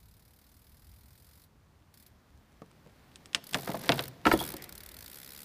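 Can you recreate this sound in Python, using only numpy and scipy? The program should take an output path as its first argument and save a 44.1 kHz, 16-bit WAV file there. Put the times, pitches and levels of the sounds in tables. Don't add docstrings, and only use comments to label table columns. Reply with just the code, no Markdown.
import sys
import numpy as np
from scipy import signal
from scipy.fft import rfft, irfft
from scipy.io import wavfile

SR = 44100
rng = np.random.default_rng(int(sys.argv[2]) if len(sys.argv) > 2 else 0)


def unload_audio(sound):
    columns = np.transpose(np.atleast_2d(sound))
    steps = np.round(np.clip(columns, -1, 1) * 32767)
    wavfile.write(sys.argv[1], SR, steps.astype(np.int16))


N = 239948
TIME = np.arange(N) / SR
AGE = TIME[:SR // 3]

# [f/Hz, level/dB]
STREET = [(20, -21), (50, -4), (86, 0), (125, -5), (190, -7), (330, -16), (550, -20), (1000, -20),
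          (1500, -24), (2000, -28), (3000, -32), (6000, -34), (8000, -37), (15000, -40)]
# [f/Hz, level/dB]
BUFFET = [(20, -28), (45, -4.5), (75, 0), (110, -8), (200, -24), (600, -60), (3000, -100)]
# [t/s, time to fall to 1/e /s, level/dB]
GUSTS = [(0.05, 0.11, -64), (1.0, .4, -63.5), (2.35, 0.068, -65), (4.85, 0.21, -62)]
# [t/s, distance/m]
DISTANCE = [(0, 26.6), (1.4, 16.2), (2.05, 9.6), (3.0, 4.15), (3.5, 3.06), (3.83, 2.5), (4.03, 1.73),
            (4.48, 1.22), (4.9, 2.95), (5.44, 2.96)]
# [f/Hz, level/dB]
TREAD = [(60, -3), (200, 11), (400, 5.5), (800, 1), (1400, -2.5), (2000, -3), (2800, -8), (4500, -9.5),
         (8000, -19), (15000, -16)]
# [f/Hz, level/dB]
DRUM = [(40, -18), (120, 8), (300, 0.5), (700, -18), (1500, -16), (4000, -20), (12000, -27)]
# [t/s, level of added tread gain/dB, t60/s]
SQUASHES = [(3.84, 14, 0.72), (4.265, 20.5, 0.46)]
# [t/s, level/dB, t60/s]
BITES = [(4.33, -55, .4), (4.57, -52.5, 0.58), (4.8, -66, 5.1)]
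# [t/s, rate/ticks per s]
COASTS = [
    [(0.001, 36.5), (0.3, 35.5), (0.45, 39.6), (0.8, 39.4), (0.9, 43.6), (1.05, 40.7), (1.45, 48.8)],
    [(1.94, 25.1), (2.0, 43.0), (2.07, 16.1)],
    [(3.44, 29.8), (3.55, 70.2), (3.61, 85.6), (3.71, 61.6), (3.8, 46.2), (3.89, 44.8), (3.95, 58.6),
     (4.04, 65.1), (4.09, 18.1)],
    [(4.374, 60.6), (4.41, 87.3), (4.49, 73.9), (4.575, 22.6)],
    [(4.622, 56), (4.645, 56)],
    [(4.692, 29.0), (4.77, 39.8), (4.82, 34.4), (4.95, 39.0), (5.01, 56.6), (5.09, 53.3), (5.14, 74.1),
     (5.22, 65.0), (5.44, 74.6)],
]
# [f/Hz, level/dB]
PAWL = [(600, -52), (1400, -4), (2000, -2), (2800, -7), (4000, 0.5), (5000, 0), (6400, -6.5), (8000, -4),
        (9700, -2), (11500, 1.5), (12400, -1.5), (13200, 5.5), (13900, -3), (15000, 1)]
# [f/Hz, level per octave/dB, t60/s]
HOUSES = [(112.6, 0, 0.76), (267, -11.5, 0.83), (516, -12, 1), (1110, -7.5, 0.53), (1820, -7, 0.35),
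          (4100, -4.5, 0.64), (8460, -7, 0.72), (15000, 13, 0.12)]
# [t/s, level/dB, hardness/dB]
BUMPS = [(1.556, -60, -8), (2.619, -42, -1), (2.863, -48, -12)]
# [f/Hz, level per octave/dB, t60/s]
BUMP = [(200, -4, .08), (400, -3, .06), (800, -3, .045), (1600, -13, .03), (3200, -20, .03),
        (6400, -22, .025)]
# [t/s, level/dB, brightness/dB]
CRACKS = [(3.158, -34.5, 5), (3.2581, -36.5, 8), (3.332, -32, -2), (3.3477, -7, -3), (3.534, -22, 4),
          (3.5445, -11.5, -3.5), (3.8924, -5, -45), (3.9201, -9, -30), (3.9929, -14, -45),
          (4.275, -22.5, -11)]
# [f/Hz, level/dB, t60/s]
CRACK_MODES = [(1390, -8, 0.001), (2476, -5, 0.006), (3340, -5, 0.0054), (3780, -5, 0.0026),
               (5370, -3, 0.0051), (8040, -14.5, 0.0077)]
# [f/Hz, level/dB]
SPLINTER = [(200, -18), (900, 0.5), (2800, -0.5), (5000, -7.5), (9000, -8.5), (15000, -31)]
# [t/s, slap level/dB, hardness/dB, lag/s, thump level/dB]
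TAKEOFF_BLOWS = [(3.350, -38.5, -6, .026, -45.5), (3.545, -27.5, 4, .0085, -29),
                 (3.675, -34, 3, .016, -26.5), (3.742, -31, -14, 0.0016, -28.5),
                 (3.8935, -18.5, -5.5, .0075, -22.5), (3.921, -36.5, 6, .008, -27.5),
                 (3.994, -33.5, 1, .014, -39.5)]
# [f/Hz, level/dB, t60/s]
TAKEOFF_MODES = [(114, -18.5, 0.15), (156, -19, 0.11), (209, -13.5, 0.078), (316, -10, 0.095),
                 (511.5, -10, 0.12), (686, -6, 0.1), (920, -12.5, 0.08), (1090, -33, .04),
                 (1513, -9, 0.027), (1610, -11, 0.023), (2220, -19, 0.022)]
# [f/Hz, level per octave/dB, t60/s]
WOOD_CROWD = [(98, -22, 0.15), (195, -11.5, 0.17), (410, -10.5, 0.14), (740, -9, 0.079), (1500, -12, 0.061),
              (3330, -10.5, 0.031), (6300, -20, 0.027), (12800, -26, 0.098)]
# [t/s, slap level/dB, hardness/dB, lag/s, thump level/dB]
LANDING_BLOWS = [(4.2535, -22.5, 4, .0077, -20.5), (4.2678, -17, 1, 0.0098, -26.5),
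                 (4.3145, -16.5, 0.5, .021, -20), (4.408, -25, -19, .012, -38),
                 (4.531, -46, -31, 0.0082, -41.5)]
# [f/Hz, level/dB, t60/s]
LANDING_MODES = [(59, -20, 0.31), (98, -20.5, 0.097), (144, -20, 0.13), (212, -18, 0.034),
                 (317.6, -1.5, 0.1), (385, -5, 0.064), (557, -12, 0.12), (719, -7.5, 0.057),
                 (900, -9.5, 0.1), (982, -6.5, 0.061), (1306, -4.5, 0.047), (1363, -3.5, 0.038),
                 (1772, -7, 0.034), (2236, -9, 0.027), (2900, -6.5, 0.02)]
# [t/s, level/dB]
JOLTS = [(4.325, -37), (4.337, -62), (4.392, -44), (4.401, -42)]
# [f/Hz, level/dB, undamped t60/s]
METAL_MODES = [(3311, 0, .25), (3397, -1, .28), (3601, -2, .22), (4050, -8, .18), (4720, -2, .12),
               (5550, -6, .14), (6700, -9, .16), (7950, -7, .14), (9170, -8, .2), (9324, -6, .2),
               (9480, -5, .2), (9663, -9, .25), (10218, -10, .2), (12400, -10, .15)]

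STREET_DB, BREEZE_DB = -64.5, -69
ROLL_DB, FLIGHT_DB, GRIP_S = -50, -6.5, 0.037
DRUM_DB = -50.5
BOARDS_S, FLIGHT_S = (3.515, 4.02), (4.08, 4.25)
HUB_DB = -29.5
BLUR_M = 14.2
# (bass dB, middle dB, treble dB); hardness is added to a slap's middle and treble
TAKEOFF_SLAP, TAKEOFF_THUMP = (-1.5, 4.3, 1.5), (-1.2, -10, -7.5)
LANDING_SLAP, LANDING_THUMP = (-13.5, 4.5, -2.7), (4.1, -6, -5.5)
EDGE_HZ = 15400


def amp(db):
    return 10 ** (np.asarray(db) / 20)


def evened(x):
    return x / np.sqrt(np.mean(x ** 2) + 1e-20)


def add(mix, s, sound):
    part = mix[max(round(s * SR), 0):][:len(sound)]
    part += sound[:len(part)]


def noise(spectrum, size):
    hz, db = np.transpose(spectrum)
    log_hz = np.log(np.fft.rfftfreq(size, 1 / SR) + 1)
    colour = amp(np.interp(log_hz, np.log(hz), db))
    return evened(irfft(rfft(rng.standard_normal(size)) * colour, size))


def dying(t, t60):
    return np.exp(-np.log(1000) * t / t60)


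def ring(modes):
    out = np.zeros(len(AGE))
    for k, (hz, db, t60) in enumerate(modes):
        out += (-1) ** k * amp(db) * dying(AGE, t60) * np.sin(2 * np.pi * hz * AGE)
    return out


def crowd(bands, t):
    octave = np.log2(np.fft.rfftfreq(len(t), 1 / SR) + 1)
    out = np.zeros(len(t))
    for hz, db, t60 in bands:
        window = np.cos(np.pi / 2 * np.clip(octave - np.log2(hz), -1, 1))
        band = evened(irfft(rfft(rng.standard_normal(len(t))) * window, len(t)))
        out += amp(db) * dying(t, t60) * band
    return out


def distance(s):
    return np.interp(s, *np.transpose(DISTANCE))


def during(start, end):
    return np.clip(np.minimum(TIME - start, end - TIME) / GRIP_S + .5, 0, 1)


def surges(rows):
    out = np.zeros(N)
    for s, db, t60 in rows:
        out += amp(db) * during(s, np.inf) * dying(np.maximum(TIME - s, 0), t60)
    return out


def air():
    breeze = np.full(N, amp(BREEZE_DB))
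    for s, spread, db in GUSTS:
        breeze += amp(db) * np.exp(-((TIME - s) / spread) ** 2)
    return amp(STREET_DB) * noise(STREET, N) + breeze * noise(BUFFET, N)


def tyres(grit_per_s=60, grit_t60=0.0058, sing_hz=2020, sing_width_hz=380):
    stones = (rng.random(N) < grit_per_s / SR) * np.minimum(rng.exponential(1, N), 3)
    grit = signal.oaconvolve(stones, dying(TIME[:1024], grit_t60))[:N] * noise(SPLINTER, N)
    resonance = signal.iirpeak(sing_hz, sing_hz / sing_width_hz, SR)
    song = evened(signal.lfilter(*resonance, rng.standard_normal(N)))
    contact = amp(ROLL_DB + FLIGHT_DB * during(*FLIGHT_S))
    rolling = contact * (1 + surges(SQUASHES)) / distance(TIME)
    drumming = amp(DRUM_DB) * during(*BOARDS_S) * noise(DRUM, N)
    return rolling * (noise(TREAD, N) + grit) + surges(BITES) * song + drumming


def teeth(coast):
    s, rate = np.transpose(coast)
    t = np.arange(s[0], s[-1], 1 / SR)
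    passed = np.cumsum(np.interp(t, s, rate)) / SR
    return np.interp(np.arange(0, passed[-1]), passed, t)


def freewheel(pawl_gap=0.0014, click_t60=0.013, scatter_t60=0.086, uneven_db=-0.3, detune=0.023,
              patchy_db=1.5, alike=0.22):
    out, t = np.zeros(N), TIME[:2048]
    hub = noise(PAWL, len(t))
    for s in np.concatenate([teeth(coast) for coast in COASTS]):
        drops = pawl_gap * np.array([0, rng.uniform(0.44, 1), rng.uniform(1, 2.8)])
        click = np.zeros(len(t))
        for drop, force in zip(drops, [.3, .8, .6]):
            click += (t >= drop) * force * dying(abs(t - drop), click_t60) ** 2
        scatter = dying(t, scatter_t60) ** 2 * (1 - np.exp(-t / pawl_gap))
        metres = distance(s)
        blur = metres ** 2 / (metres ** 2 + BLUR_M ** 2)
        power = (1 - blur) * click + blur * scatter
        tooth = 1 + detune * rng.standard_normal()
        colour = [(hz * tooth, db + patchy_db * rng.standard_normal()) for hz, db in PAWL]
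        tone = np.sqrt(alike) * hub + np.sqrt(1 - alike) * noise(colour, len(t))
        level = amp(HUB_DB + uneven_db * rng.standard_normal()) / metres
        add(out, s, level * np.sqrt(power) * tone)
    return out


def street(x, wet_db=-25, delay=0.0076, build=0.021):
    t = TIME[:SR]
    tail = crowd(HOUSES, t) * (1 - np.exp(-np.maximum(t - delay, 0) / build))
    return x + amp(wet_db) * signal.fftconvolve(x, tail / np.linalg.norm(tail))[:N]


def bumps():
    out = np.zeros(N)
    for s, db, hard_db in BUMPS:
        bands = [(hz, d + hard_db * np.interp(hz, [400, 1200], [0, 1]), t60) for hz, d, t60 in BUMP]
        add(out, s, amp(db) * crowd(bands, AGE))
    return out


def brightened(rows, bright_db):
    return [(hz, db + bright_db * np.interp(hz, [4300, 8000], [0, 1]), *rest) for hz, db, *rest in rows]


def cracks(snap_db=-1, snap_hz=3400, ring_db=-3, scatter_db=-23, scatter_t60=0.075,
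           burst_db=-14, burst_t60=0.017, low_hz=1400):
    out = np.zeros(N)
    spread = amp(scatter_db) * dying(AGE, scatter_t60) + amp(burst_db) * dying(AGE, burst_t60)
    u = np.pi * snap_hz * AGE - np.e
    snap = amp(snap_db) * (2 * u ** 2 - 1) * np.exp(-u ** 2)
    for s, db, bright_db in CRACKS:
        body = amp(ring_db) * ring(brightened(CRACK_MODES, bright_db))
        scatter = spread * noise(brightened(SPLINTER, bright_db), len(AGE))
        add(out, s, amp(db) * (snap + body + scatter))
    thin = signal.butter(2, low_hz, "high", fs=SR)
    return signal.lfilter(*thin, out)


def contacts(rows, slap, thump):
    bass_db, middle_db, treble_db = slap
    blows = []
    for s, slap_db, hard_db, lag, thump_db in rows:
        blows.append((s, slap_db, bass_db, middle_db + hard_db, treble_db + hard_db))
        blows.append((s + lag, thump_db, *thump))
    return blows


def rattle(per_s=50, tap_db=-44, uneven_db=5.5, bass_db=-6, middle_db=1, treble_db=4):
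    blows = []
    for slot in np.arange(*BOARDS_S, 1 / per_s):
        s = slot + rng.random() / per_s
        blows.append((s, tap_db + uneven_db * rng.standard_normal(), bass_db, middle_db, treble_db))
    return blows


def struck(rows, bass_db, middle_db, treble_db, detune):
    hz, mode_db, t60 = np.transpose(rows)
    bends = np.log([330, 750, 1400, 3000])
    colour = np.interp(np.log(hz), bends, [bass_db, 0, middle_db, treble_db])
    load = 1 + detune * rng.standard_normal(len(hz))
    return zip(hz * load, mode_db + colour, t60)


def boards(blows, modes, crowd_db, rise, detune=0.018):
    out = np.zeros(N)
    for s, db, *colour in blows:
        clear = ring(struck(modes, *colour, detune))
        dense = amp(crowd_db) * crowd(struck(WOOD_CROWD, *colour, detune), AGE)
        add(out, s, amp(db) * (clear + dense) * (1 - np.exp(-AGE / rise)))
    return out


def jingle(uneven_db=4.5, rough=0.98, chatter_hz=70, damping=0.58, clatter_db=-1, clatter_t60=0.14):
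    out = np.zeros(N)
    flutter = [(chatter_hz, 0), (2 * chatter_hz, -10), (10 * chatter_hz, -60)]  # (Hz, dB)
    for s, db in JOLTS:
        for hz, mode_db, t60 in METAL_MODES:
            mode = ring([(hz, mode_db + uneven_db * rng.standard_normal(), damping * t60)])
            add(out, s, amp(db) * mode * (1 - rough + rough * noise(flutter, len(AGE))))
        links = noise(PAWL, len(AGE)) * noise(flutter, len(AGE))
        add(out, s, amp(db + clatter_db) * dying(AGE, clatter_t60) * links)
    return out


def scene():
    takeoff_blows = contacts(TAKEOFF_BLOWS, TAKEOFF_SLAP, TAKEOFF_THUMP) + rattle()
    takeoff = boards(takeoff_blows, TAKEOFF_MODES, crowd_db=2.5, rise=0.00022)
    landing_blows = contacts(LANDING_BLOWS, LANDING_SLAP, LANDING_THUMP)
    landing = boards(landing_blows, LANDING_MODES, crowd_db=0.0, rise=0.00015)
    bicycle = tyres() + freewheel() + bumps() + cracks() + takeoff + landing + jingle()
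    return (air() + street(bicycle))[None]


def record(dry):
    low_pass = signal.firwin(301, EDGE_HZ, window=("kaiser", 7), fs=SR)
    return signal.oaconvolve(dry, low_pass[None], "same")


dry = scene()
out = record(dry)
unload_audio(out)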